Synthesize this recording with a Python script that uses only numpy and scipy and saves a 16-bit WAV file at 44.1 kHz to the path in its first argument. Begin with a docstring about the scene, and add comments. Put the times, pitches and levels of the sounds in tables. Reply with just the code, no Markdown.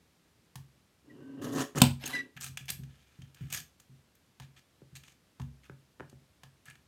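"""A soft knock of an arm in its frame is heard first, over faint hiss; then a blade grinds on a steel edge.
A small guillotine trimmer cuts card close by in a small room: stick-slip excites the blade's resonances,
snapping fibres tear, the arm cracks onto its stop, and the blade scrapes and squeaks as it is lifted.
Then card flicks and slides as filtered contact bursts and grains, fingers tap the hollow plastic bed,
and the decaying modes of the table boom under the blows."""
import sys
import numpy as np
from scipy import signal
from scipy.fft import rfft, irfft, next_fast_len
from scipy.io import wavfile
from scipy.ndimage import uniform_filter1d

SR = 44100
rng = np.random.default_rng(int(sys.argv[2]) if len(sys.argv) > 2 else 0)


def master_out(mix):
    """Clip the mix to full scale and print it as 16-bit PCM to the path in sys.argv[1]."""
    frames = np.transpose(np.atleast_2d(mix))
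    ceiling = np.clip(frames, -1, 1)
    pcm = np.round(ceiling * 32767).astype(np.int16)
    wavfile.write(sys.argv[1], SR, pcm)


N = 302967
T = np.arange(N) / SR  # time in seconds
TOP_HZ = 16200  # upper limit of the sound

# Source levels below are nominal: filters, wavering, the plastic base and the room act after them.
# Colours are spectral envelopes. Each row: frequency in Hz, gain in dB.

# The bare blade rubbing along its steel edge, down and up again.
# Each row: start in seconds, length in seconds, mid-push level in dB, swell over the push in dB.
GRIND = [(1.032, 0.38, -50, 12.5), (2.041, 0.0081, -41.5, -9.5), (2.069, 0.057, -51.5, -8.5),
         (2.134, 0.071, -45.5, -7), (2.225, 0.043, -55, -2)]
# The blade biting through the card, hardest near the end of the strip. Each row: start in seconds,
# length in seconds, groan level in dB, tearing level in dB, swell of the groan over the push in dB.
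BITES = [(1.414, 0.033, -39.5, -50.5, 1), (1.442, 0.078, -38, -53, 0), (1.521, 0.054, -33.5, -44.5, 5.5),
         (1.577, 0.046, -34, -39, -0.5), (1.753, 0.027, -31, -39.5, 4), (1.797, 0.03, -43, -44, -0.5)]
# The blade scraping back up past the cut edge.
# Each row: start in seconds, length in seconds, mid-push level in dB, swell over the push in dB.
LIFT = [(1.994, 0.044, -53.5, 14.5), (2.045, 0.12, -44.5, -1.5)]
# Resonances of the rubbed blade. Each row: frequency in Hz, width of one filter pass in Hz, gain in dB.
BLADE = [(137, 46, -1.5), (274.2, 48, 6), (340, 36, -3), (423.7, 27, -4.5), (517, 51, -13), (726, 50, -25),
         (1050, 270, -25), (1616, 77, -27), (1840, 120, -29), (2850, 400, -31.5)]
SHEAR_COLOUR = [(280, -19.5), (500, -3.5), (630, -10.5), (740, -4.5), (900, -12.5), (1080, -7),
                (1280, -2.5), (1440, -15), (1750, -4), (2400, -17.5), (3000, -12.5), (4900, -15),
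                (6800, -14), (8500, -18), (14000, -20.5), (16000, -32)]  # snapping fibres
LIFT_COLOUR = [(240, -30), (400, -6.5), (800, -2), (1460, -4), (1630, 3.5), (2090, -0.5), (2930, -1.5),
               (6440, -10.5), (12100, -11.5), (16000, -28.5)]  # steel brushing the fresh cut
# Each push takes hold over a share of its length, then dies away over a t60 in seconds.
GRIP_SHARE, PUSH_T60 = .17, 0.094
TEAR_STEEPNESS = 1.9  # swell of the tearing in dB per dB of groan swell
# Brief rings of the rising blade: rate per second, lowest and highest pitch in Hz, t60 in seconds,
# level in dB against the scrape.
CHIRPS_PER_S, CHIRP_LOW_HZ, CHIRP_HIGH_HZ, CHIRP_T60, CHIRP_DB = 200, 1635, 5380, 0.027, -1.5

# The arm hitting its stop and bouncing. Each row: start in seconds, peak in dB.
STOP = [(1.8176, -1), (1.819, -5), (1.838, -18.5)]
STOP_COLOUR = [(180, -19.5), (300, -6), (480, -15.5), (660, -15.5), (950, -5.5), (1170, -23), (1450, -14),
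               (1850, -22.5), (2450, -9), (3150, -10), (3900, -12), (4800, -11.5), (5600, -18.5),
               (7200, -15.5), (8150, -7), (8700, -13.5), (9600, -21.5), (13300, -15), (16000, -25.5)]  # the crack and rattle of arm and frame
# Ring of the arm and frame. Each row: frequency in Hz, relative level in dB, t60 in seconds.
FRAME = [(166, -4, 0.018), (203, -4, .08), (243, -6.5, 0.16), (254, -9, 0.1), (433, -23, 0.041),
         (528, -23.5, 0.11), (969, -17, 0.02)]

# Squeaks of the blade. Each row: start in seconds, length in seconds, mid-squeak pitch in Hz,
# glide in Hz per second, level in dB.
SQUEAKS = [(1.094, 0.022, 1924, -3000, -59), (1.205, 0.22, 1550, 300.5, -71),
           (2.054, 0.01, 6420, -3, -34.5), (2.13, 0.039, 1979, -500, -33),
           (2.171, 0.038, 1945, -800, -36.5)]
# Close blade modes that beat as they ring on after a squeak.
# Each row: frequency in Hz, width in Hz, gain in dB.
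SING = [(2100, 2.9, -12), (2040, 4.3, -13.5)]
# A squeak's attack and t60 in seconds, and its swell over the push in dB.
SQUEAK_ATTACK_S, SQUEAK_T60, SQUEAK_SWELL_DB = 0.0098, 0.033, -2
# Depths of waver in level (dB), pitch (share of the pitch) and phase (radians, from uneven slips).
FLUTTER_DB, JITTER, SQUEAK_ROUGH = 1, 0.0083, .2

# Card edges catching and flicking free. Each row: start in seconds, peak in dB, brightness in Hz.
FLICKS = [(1.783, -24.5, 6877), (1.803, -27, 3133), (2.0377, -31.5, 2701), (2.075, -29, 7600),
          (2.365, -41, 2588), (2.3725, -35, 1741), (2.409, -35, 4500), (2.42, -37, 5481),
          (2.4336, -31, 6126), (2.4417, -26, 6345), (2.463, -33.5, 4106), (2.572, -27.5, 3316),
          (2.6552, -47, 9000), (2.69, -26.5, 3467), (2.7006, -18.5, 7670), (2.835, -45.5, 3217),
          (3.218, -46.5, 3160), (3.3452, -45.5, 7005), (3.5011, -40.5, 6016), (3.5252, -22, 7032),
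          (3.535, -25, 6510), (3.546, -24, 6870), (3.573, -27.5, 6486), (3.799, -46.5, 7000),
          (4.152, -53, 13100), (4.9527, -40.5, 4055), (5.035, -46, 2518), (5.08, -46, 2940),
          (5.416, -43.5, 2766), (6.0964, -51, 4514), (6.655, -49, 7997), (6.682, -41.5, 1702),
          (6.6994, -43, 5520), (6.708, -43, 2200), (6.754, -50.5, 2309)]
# Card sliding over the bed and against the blade.
# Each row: start in seconds, length in seconds, level in dB, brightness in Hz.
SLIDES = [(2.055, 0.032, -42.5, 6400), (2.399, 0.1, -48.5, 5497), (2.68, 0.032, -44.5, 3018),
          (2.846, 0.5, -72, 2400), (3.348, 0.18, -65.5, 1860), (3.5, .025, -52, 3980),
          (3.514, 0.1, -44, 5510), (4.415, .041, -61, 2304), (4.561, 0.04, -61, 2570),
          (4.956, .025, -51, 3600), (5.027, 0.11, -66, 3428), (5.629, 0.046, -64, 2113),
          (6.653, 0.065, -59, 2174)]
CARD_COLOUR = [(180, -26.5), (400, -5), (520, -14.5), (780, -2.5), (950, -11.5), (1350, -0.5), (1520, -5),
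               (1690, 3), (1930, -4), (2300, -0.5), (3050, -4.5), (3500, -3.5), (3800, -7.5), (4150, -6.5),
               (5200, -10), (6400, -5), (7400, -8), (8300, -5.5), (10500, -12.5), (12500, -6), (16000, -17)]
EDGE_WIDTH_HZ, EDGE_RING_DB = 140, 2.5  # resonance of a free card edge
FLICK_BOOM_DB = -23  # a flick nudges the table: level against the flick
# Snags of a sliding edge: rate per second, level in dB against the rasp; then the fade over a slide in dB.
SNAGS_PER_S, SNAG_DB, SLIDE_FADE_DB = 60, -4.5, -4.5

# Fingers and card tapping the plastic bed.
# Each row: start in seconds, peak in dB, contact bandwidth in Hz, peak of the table boom in dB.
TAPS = [(1.7496, -37, 2500, -36), (1.777, -28, 1100, -31), (4.819, -44.5, 299.3, -49.5),
        (5.697, -38.5, 2000, -43.5), (5.998, -36.5, 1900, -46), (6.005, -33.5, 1460, -58),
        (6.129, -47, 299, -47.5)]
BED_COLOUR = [(70, -38.5), (190, -1.5), (390, 5.5), (560, -2), (680, -11), (1150, -12), (1550, -4),
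              (2100, -10), (4200, -20.5), (12000, -5.5)]
# The arm knocking in its frame as the hand takes or leaves it.
# Each row: start in seconds, peak in dB, contact bandwidth in Hz, peak of the table boom in dB.
KNOCKS = [(.556, -35, 11200, -39.5), (4.399, -40, 3500, -42), (5.398, -38.5, 695, -30),
          (6.434, -41, 3000, -51.5)]
ARM_COLOUR = [(250, -15), (520, -10), (680, -10), (800, -2.5), (1100, -2), (1500, -11.5), (1720, -1.5),
              (2000, -9), (3300, -6), (14000, -7.5)]
# The table's boom as the card gives way and as the arm lands. Each row: start in seconds, peak in dB.
JOLTS = [(1.775, -26), (1.817, -13.5)]
# The hands softly bumping the trimmer and table. Each row: start in seconds, peak in dB.
BUMPS = [(2.361, -43.5), (2.495, -43), (2.608, -44), (2.79, -36.5), (3.189, -41), (3.409, -34),
         (3.894, -50.5), (4.926, -44.5), (6.681, -50.5)]
# Modes of the table top. 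Each row: frequency in Hz, relative level in dB, t60 in seconds.
TABLE = [(66, -17, 0.7), (94.6, -15.5, 0.42), (134.66, 0, 0.39), (144, 4.5, 0.031), (154.7, -5.5, 0.3),
         (237, -17, 0.4)]
JOLT_LOOSE_DB, BUMP_LOOSE_DB = -12, -5  # shudder of loose things against the table's ring
JOLT_LOW_HZ, BUMP_LOW_HZ = 99.3, 60.1  # a short, hard blow hardly moves the lowest modes
JOLT_RISE_S, BUMP_RISE_S = 0.003, 0.0076  # a soft hand sets the table moving more slowly

# Hollow resonances of the plastic base. Each row: frequency in Hz, width in Hz, gain in dB.
BASE = [(414, 14, 0), (564, 18, -0.5), (745, 130, -4.5), (1013, 99, -5), (1270, 69, -5.5),
        (1536, 210, -8.5), (2420, 39, -10.5), (2788, 59, -10), (3050, 270, -8), (3481, 28, -7),
        (6520, 500, -9.5)]
BASE_DIRECT_DB = -1  # contact sound passed on unfiltered
# Spectrum of the quiet room. Each row: frequency in Hz, relative level in dB per Hz.
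AIR = [(30, -27), (70, -2), (190, -5), (750, -17.5), (1480, -19), (3920, -21.5), (13600, -30.5),
       (16000, -41.5)]
AIR_DB = -68.5  # rms level of the room noise


def cut():
    """Friction and fracture: the blade groans, fibres snap with its swing, and rising steel brushes and chirps."""
    swing = blade()
    snap_gain = undb(2.2 * swing + 2 * waver(70))  # snaps cluster on each swing
    snaps = colour(grains(N, per_s=2600, spread_db=-0.34) * snap_gain, SHEAR_COLOUR)
    brush = colour(grains(N, per_s=2200, spread_db=1.5) * undb(2.2 * waver(110)), LIFT_COLOUR)
    rising = unit(unit(brush) + undb(CHIRP_DB) * chirps())

    groan = sum(push(*row) for row in GRIND)
    groan = groan + sum(push(s, length, db, swell) for s, length, db, _, swell in BITES)
    tear = sum(push(s, length, db, TEAR_STEEPNESS * swell) for s, length, _, db, swell in BITES)
    lift = sum(push(*row) for row in LIFT)
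    scrape = roam(unit(snaps) * tear + rising * lift, depth_db=3.5, per_s=80)
    return swing * groan + scrape


def blade():
    """Stick-slip friction excites the blade's modes; the pressure of the hand holds the swing steady."""
    slips = grains(N, per_s=2100, spread_db=4.5) * undb(0.5 * waver(30))
    modes = sum(undb(db) * resonate(slips, hz, width) for hz, width, db in BLADE)
    swing = butter(modes, 77, "high")
    return swing / np.sqrt(uniform_filter1d(swing ** 2, size=1500))  # level by a 34 ms running rms


def chirps():
    """Transient modal excitation: steel grips and lets go, ringing at scattered pitches, the high ones weaker."""
    out, t = np.zeros(N), T[:SR // 10]
    fade = (1 - np.exp(-t / .003)) * decay(t, CHIRP_T60)
    for when, pitch, strength in rng.random((int(CHIRPS_PER_S * N / SR), 3)):
        hz = CHIRP_LOW_HZ * (CHIRP_HIGH_HZ / CHIRP_LOW_HZ) ** pitch
        add(out, when * N / SR, strength / np.sqrt(hz) * fade * np.sin(2 * np.pi * hz * t))
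    return unit(out)


def push(s, length, db, swell_db):
    """Driven friction: gain of one push of the hand on the arm."""
    return undb(db) * stroke(s, length, swell_db, GRIP_SHARE * length, PUSH_T60)


def stroke(s, length, swell_db, attack_s, t60):
    """Envelope of a driven contact: it takes hold, swells steadily in dB (0 at its middle) and dies away."""
    progress = np.clip((T - s) / length, 0, 1)
    attack = np.clip((T - s) / attack_s, 0, 1)
    hold = undb(swell_db * (progress - .5))
    return attack * hold * decay(np.clip(T - s - length, 0, 1), t60)


def clack():
    """Impact: the arm cracks onto its stop, bounces, and excites the modes of the frame."""
    out = np.zeros(N)
    for s, db in STOP:
        add(out, s, undb(db) * peak(colour(burst(t60=0.015, rise_s=0.00013), STOP_COLOUR)))
    add(out, STOP[1][0], undb(-8.0) * peak(ring(FRAME, rise_s=0.0016, scatter_db=2.0)))
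    return butter(out, 80, "high")


def clatter(clatter_db=-25, t60=.23, rise_s=0.0046, dull_hz=3800):
    """Repeated small impacts: after landing, arm and frame rattle with the crack's colour, duller, and settle."""
    out, t = np.zeros(N), T[:SR]
    rattle = unit(soften(colour(grains(SR, per_s=3500, spread_db=2.0), STOP_COLOUR), dull_hz))
    add(out, STOP[1][0], undb(clatter_db) * rattle * (1 - np.exp(-t / rise_s)) * decay(t, t60))
    return out


def squeaks(buzz_db=-21.5, falloff=1.8):
    """Mode locking: slips sing on one blade mode; relative overtones grow in proportion to its level."""
    out = np.zeros(N)
    for s, length, hz, glide, db in SQUEAKS:
        pitch = hz + glide * np.clip(T - s - length / 2, -length, length)
        phase = 2 * np.pi * np.cumsum(pitch * (1 + JITTER * waver(400))) / SR
        phase = phase + SQUEAK_ROUGH * waver(1500)
        envelope = stroke(s, length, SQUEAK_SWELL_DB, SQUEAK_ATTACK_S, SQUEAK_T60)
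        gain = undb(db + FLUTTER_DB * waver(120)) * envelope
        overtones = sum(k ** -falloff * np.sin((k + 1) * phase)
                        for k in range(1, 6) if (k + 1) * hz < TOP_HZ)
        out += np.sqrt(2) * gain * (np.sin(phase) + gain / undb(buzz_db) * overtones)
    return out + sum(undb(db) * single_resonance(out, hz, width) for hz, width, db in SING)


def card():
    """Elastic release and friction: stiff card ticks as its edges slip free, and rasps and snags as it slides."""
    out = np.zeros(N)
    for s, db, hz in FLICKS:
        add(out, s, undb(db) * tick(hz))
        add(out, s, undb(db + FLICK_BOOM_DB) * boom())
    for s, length, db, hz in SLIDES:
        size = int(length * SR)
        contact = unit(grains(size, per_s=1400, spread_db=-1.5)) + undb(SNAG_DB) * unit(snags(size))
        rasp = unit(card_tone(contact, hz))
        fade = undb(SLIDE_FADE_DB * np.linspace(-.5, .5, size))
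        add(out, s, undb(db) * rasp * fade * signal.windows.tukey(size, .3))
    return roam(out, depth_db=3.2, per_s=100)


def tick(hz):
    """Elastic release: a stiff edge snaps free and rings briefly at its own note."""
    snap = card_tone(burst(t60=0.02, rise_s=0.0021), hz)
    return peak(snap + undb(EDGE_RING_DB) * single_resonance(snap, hz, EDGE_WIDTH_HZ))


def snags(size, spread_db=3.5):
    """Intermittent friction: short cracks at uneven intervals along a slide."""
    count = int(size / SR * SNAGS_PER_S) + 1
    place, strength = rng.random((count, 2)).T
    catches = np.zeros(size)
    index = ((np.arange(count) + place) / count * size).astype(int)
    catches[index] = undb(spread_db * (2 * strength - 1))
    return signal.fftconvolve(catches, burst(t60=.018, rise_s=.0004))[:size]


def card_tone(x, hz):
    """Plate radiation: a shorter free edge centres the band higher; some of the whole sheet always sounds."""
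    sheet = colour(x, CARD_COLOUR)
    limits = [hz / 1.5, min(hz * 2.2, .45 * SR)]
    edge = signal.lfilter(*signal.butter(1, limits, "band", fs=SR), sheet)
    return edge + undb(-13.5) * sheet


def knocks():
    """Contact bandwidth: softer touches on bed and arm are duller; blows and bumps boom in the table."""
    out = np.zeros(N)
    for s, db, hz, boom_db in TAPS:
        tap = butter(colour(burst(t60=0.011, rise_s=0.0001), BED_COLOUR), hz, "low")
        add(out, s, undb(db) * peak(tap))
        add(out, s, undb(boom_db) * boom())
    for s, db, hz, boom_db in KNOCKS:
        knock = soften(colour(burst(t60=0.036, rise_s=0.0001), ARM_COLOUR), hz)
        add(out, s, undb(db) * peak(knock))
        add(out, s, undb(boom_db) * boom())
    for s, db in JOLTS:
        add(out, s, undb(db) * boom(JOLT_LOOSE_DB, JOLT_LOW_HZ, JOLT_RISE_S))
    for s, db in BUMPS:
        add(out, s, undb(db) * boom())
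    return out


def boom(loose_db=BUMP_LOOSE_DB, low_hz=BUMP_LOW_HZ, rise_s=BUMP_RISE_S):
    """Modal response: a bump rings the table's modes and sets the loose things on it shuddering."""
    modes = ring(TABLE, rise_s=rise_s, scatter_db=2.5)
    shudder_colour = [(30, -36), (75, 4.5), (170, -11.0), (330, -24.0), (700, -53.5)]  # (Hz, dB)
    shudder = colour(rng.standard_normal(len(modes)), shudder_colour)
    shudder *= decay(T[:len(modes)], .35)
    return peak(butter(peak(modes) + undb(loose_db) * peak(shudder), low_hz, "high"))


def base(x):
    """Coupled resonance: the plastic base passes each contact on and rings briefly with it."""
    hollow = sum(undb(db) * single_resonance(x, hz, width) for hz, width, db in BASE)
    return undb(BASE_DIRECT_DB) * x + hollow


def room(x, wet_db, t60, treble_t60, wall_s):
    """Reverberation: near surfaces answer weakly first, the walls more strongly; the treble dies sooner."""
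    t = T[:SR // 2]
    low, high = rng.standard_normal((2, len(t))) * decay(t, np.array([[t60], [treble_t60]]))
    tail = butter(low, 6500, "low") + undb(3.0) * butter(high, 9900, "high")
    tail = tail * np.where(t > wall_s, 1, .45) * (t > .003)  # no reflection before 3 ms
    tail = unit(tail) / np.sqrt(len(t))  # total energy 1
    return x + undb(wet_db) * signal.fftconvolve(x, butter(tail, 240, "high"))[:N]


def air():
    """Background noise: a faint hiss and rumble whose level wavers slightly."""
    return undb(AIR_DB) * unit(colour(rng.standard_normal(N), AIR)) * undb(0.24 * waver(17))


def grains(size, per_s, spread_db):
    """Random impulses as tiny slips: a positive spread makes a few much stronger, a negative one weaker."""
    chance = rng.random((size, 2))
    strength_db = -spread_db * np.log(np.maximum(chance[:, 1], np.exp(-4)))
    return (chance[:, 0] < per_s / SR) * undb(strength_db) * rng.choice([-1, 1], size)


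def burst(t60, rise_s):
    """High modal density: one contact cracks as many modes of nearly equal strength that die at once."""
    t = T[:SR // 4]
    noise = rng.standard_normal(len(t)) * (1 - np.exp(-t / rise_s))
    spectrum = rfft(noise * decay(t, max(t60, 1e-3)))
    return irfft(spectrum / np.abs(spectrum) ** .7)[:len(t) // 2]  # flatten the spectrum, keep its phase


def ring(modes, rise_s, scatter_db):
    """Modal decay: damped sines whose mix depends on where the blow lands, drawn at random."""
    t = T[:SR]
    tones = sum(undb(db + scatter_db * rng.standard_normal()) * np.sin(2 * np.pi * hz * t) * decay(t, t60)
                for hz, db, t60 in modes)
    return tones * (1 - np.exp(-t / rise_s))


def roam(x, depth_db, per_s):
    """Moving contact point: third-octave bands above 500 Hz, and all below as one, swell and fade separately."""
    spectrum, out = rfft(x), 0
    band = 3 * np.log2(np.clip(np.arange(len(spectrum)) * SR / N / 500, 1, 32))
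    for k in np.arange(np.ceil(band.max()) + 1):
        part = irfft(spectrum * np.clip(1 - np.abs(band - k), 0, 1), N)
        out = out + part * undb(depth_db * np.clip(waver(per_s), -2, 2))
    return out * np.std(x) / np.std(out)


def waver(rate):
    """Smoothed randomness: straight lines between random values, rate of them per second, spread near 1."""
    k = int(SR / rate)
    return uniform_filter1d(np.repeat(rng.standard_normal(N // k + 1), k)[:N], k)


def colour(x, points):
    """Minimum-phase filtering: a causal filter through (Hz, dB) points, by way of the cepstrum."""
    size = 2 * next_fast_len(len(x))
    octave = np.log2(np.maximum(np.arange(size // 2 + 1) * SR / size, 1))
    hz, db = np.transpose(points)
    cepstrum = irfft(np.log(undb(np.interp(octave, np.log2(hz), db))))
    cepstrum[1:size // 2] *= 2  # fold the anticausal half onto the causal one
    cepstrum[size // 2 + 1:] = 0
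    return irfft(rfft(x, size) * np.exp(rfft(cepstrum)))[:len(x)]


def single_resonance(x, hz, width):
    """Simple resonance: one second-order peak, width in Hz."""
    return signal.lfilter(*signal.iirpeak(hz, hz / width, SR), x)


def resonate(x, hz, width):
    """Cascaded resonance: two equal peaks in series give steep flanks."""
    return single_resonance(single_resonance(x, hz, width), hz, width)


def butter(x, hz, kind):
    """Second-order low-pass or high-pass filtering."""
    return signal.sosfilt(signal.butter(2, min(hz, SR / 2 - 1), kind, fs=SR, output="sos"), x)


def soften(x, hz):
    """First-order low-pass filtering: a gentle loss of treble above hz."""
    return signal.lfilter(*signal.butter(1, min(hz, .45 * SR), fs=SR), x)


def decay(t, t60):
    """Exponential damping: a fall of 60 dB in t60 seconds."""
    return np.exp(-np.log(1000) * t / t60)


def undb(db):
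    """Logarithmic level: decibels to amplitude gain."""
    return 10 ** (np.asarray(db) / 20)


def unit(x):
    """Effective level: scale to rms 1."""
    return x / np.sqrt(np.mean(x ** 2))


def peak(x):
    """Peak level: scale to a peak of 1."""
    return x / np.abs(x).max()


def add(out, s, x):
    """Superposition: mix x into out from time s on."""
    i = int(s * SR)
    out[i:i + len(x)] += x[:N - i]


def scene():
    """Direct and reverberant sound: squeaks and stop send only half their amplitude through the room."""
    close = (squeaks() + base(clack())) / 2
    sources = base(cut() + knocks() + card()) + close
    in_room = room(sources, wet_db=-7.0, t60=0.25, treble_t60=.22, wall_s=0.014)
    return (in_room + close + clatter() + air())[None]


def record(dry):
    """Limited range and bandwidth: clipping at full scale, then a steep low-pass."""
    return signal.sosfilt(signal.ellip(8, .2, 70, TOP_HZ, fs=SR, output="sos"), np.clip(dry, -1, 1))


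dry = scene()
out = record(dry)
master_out(out)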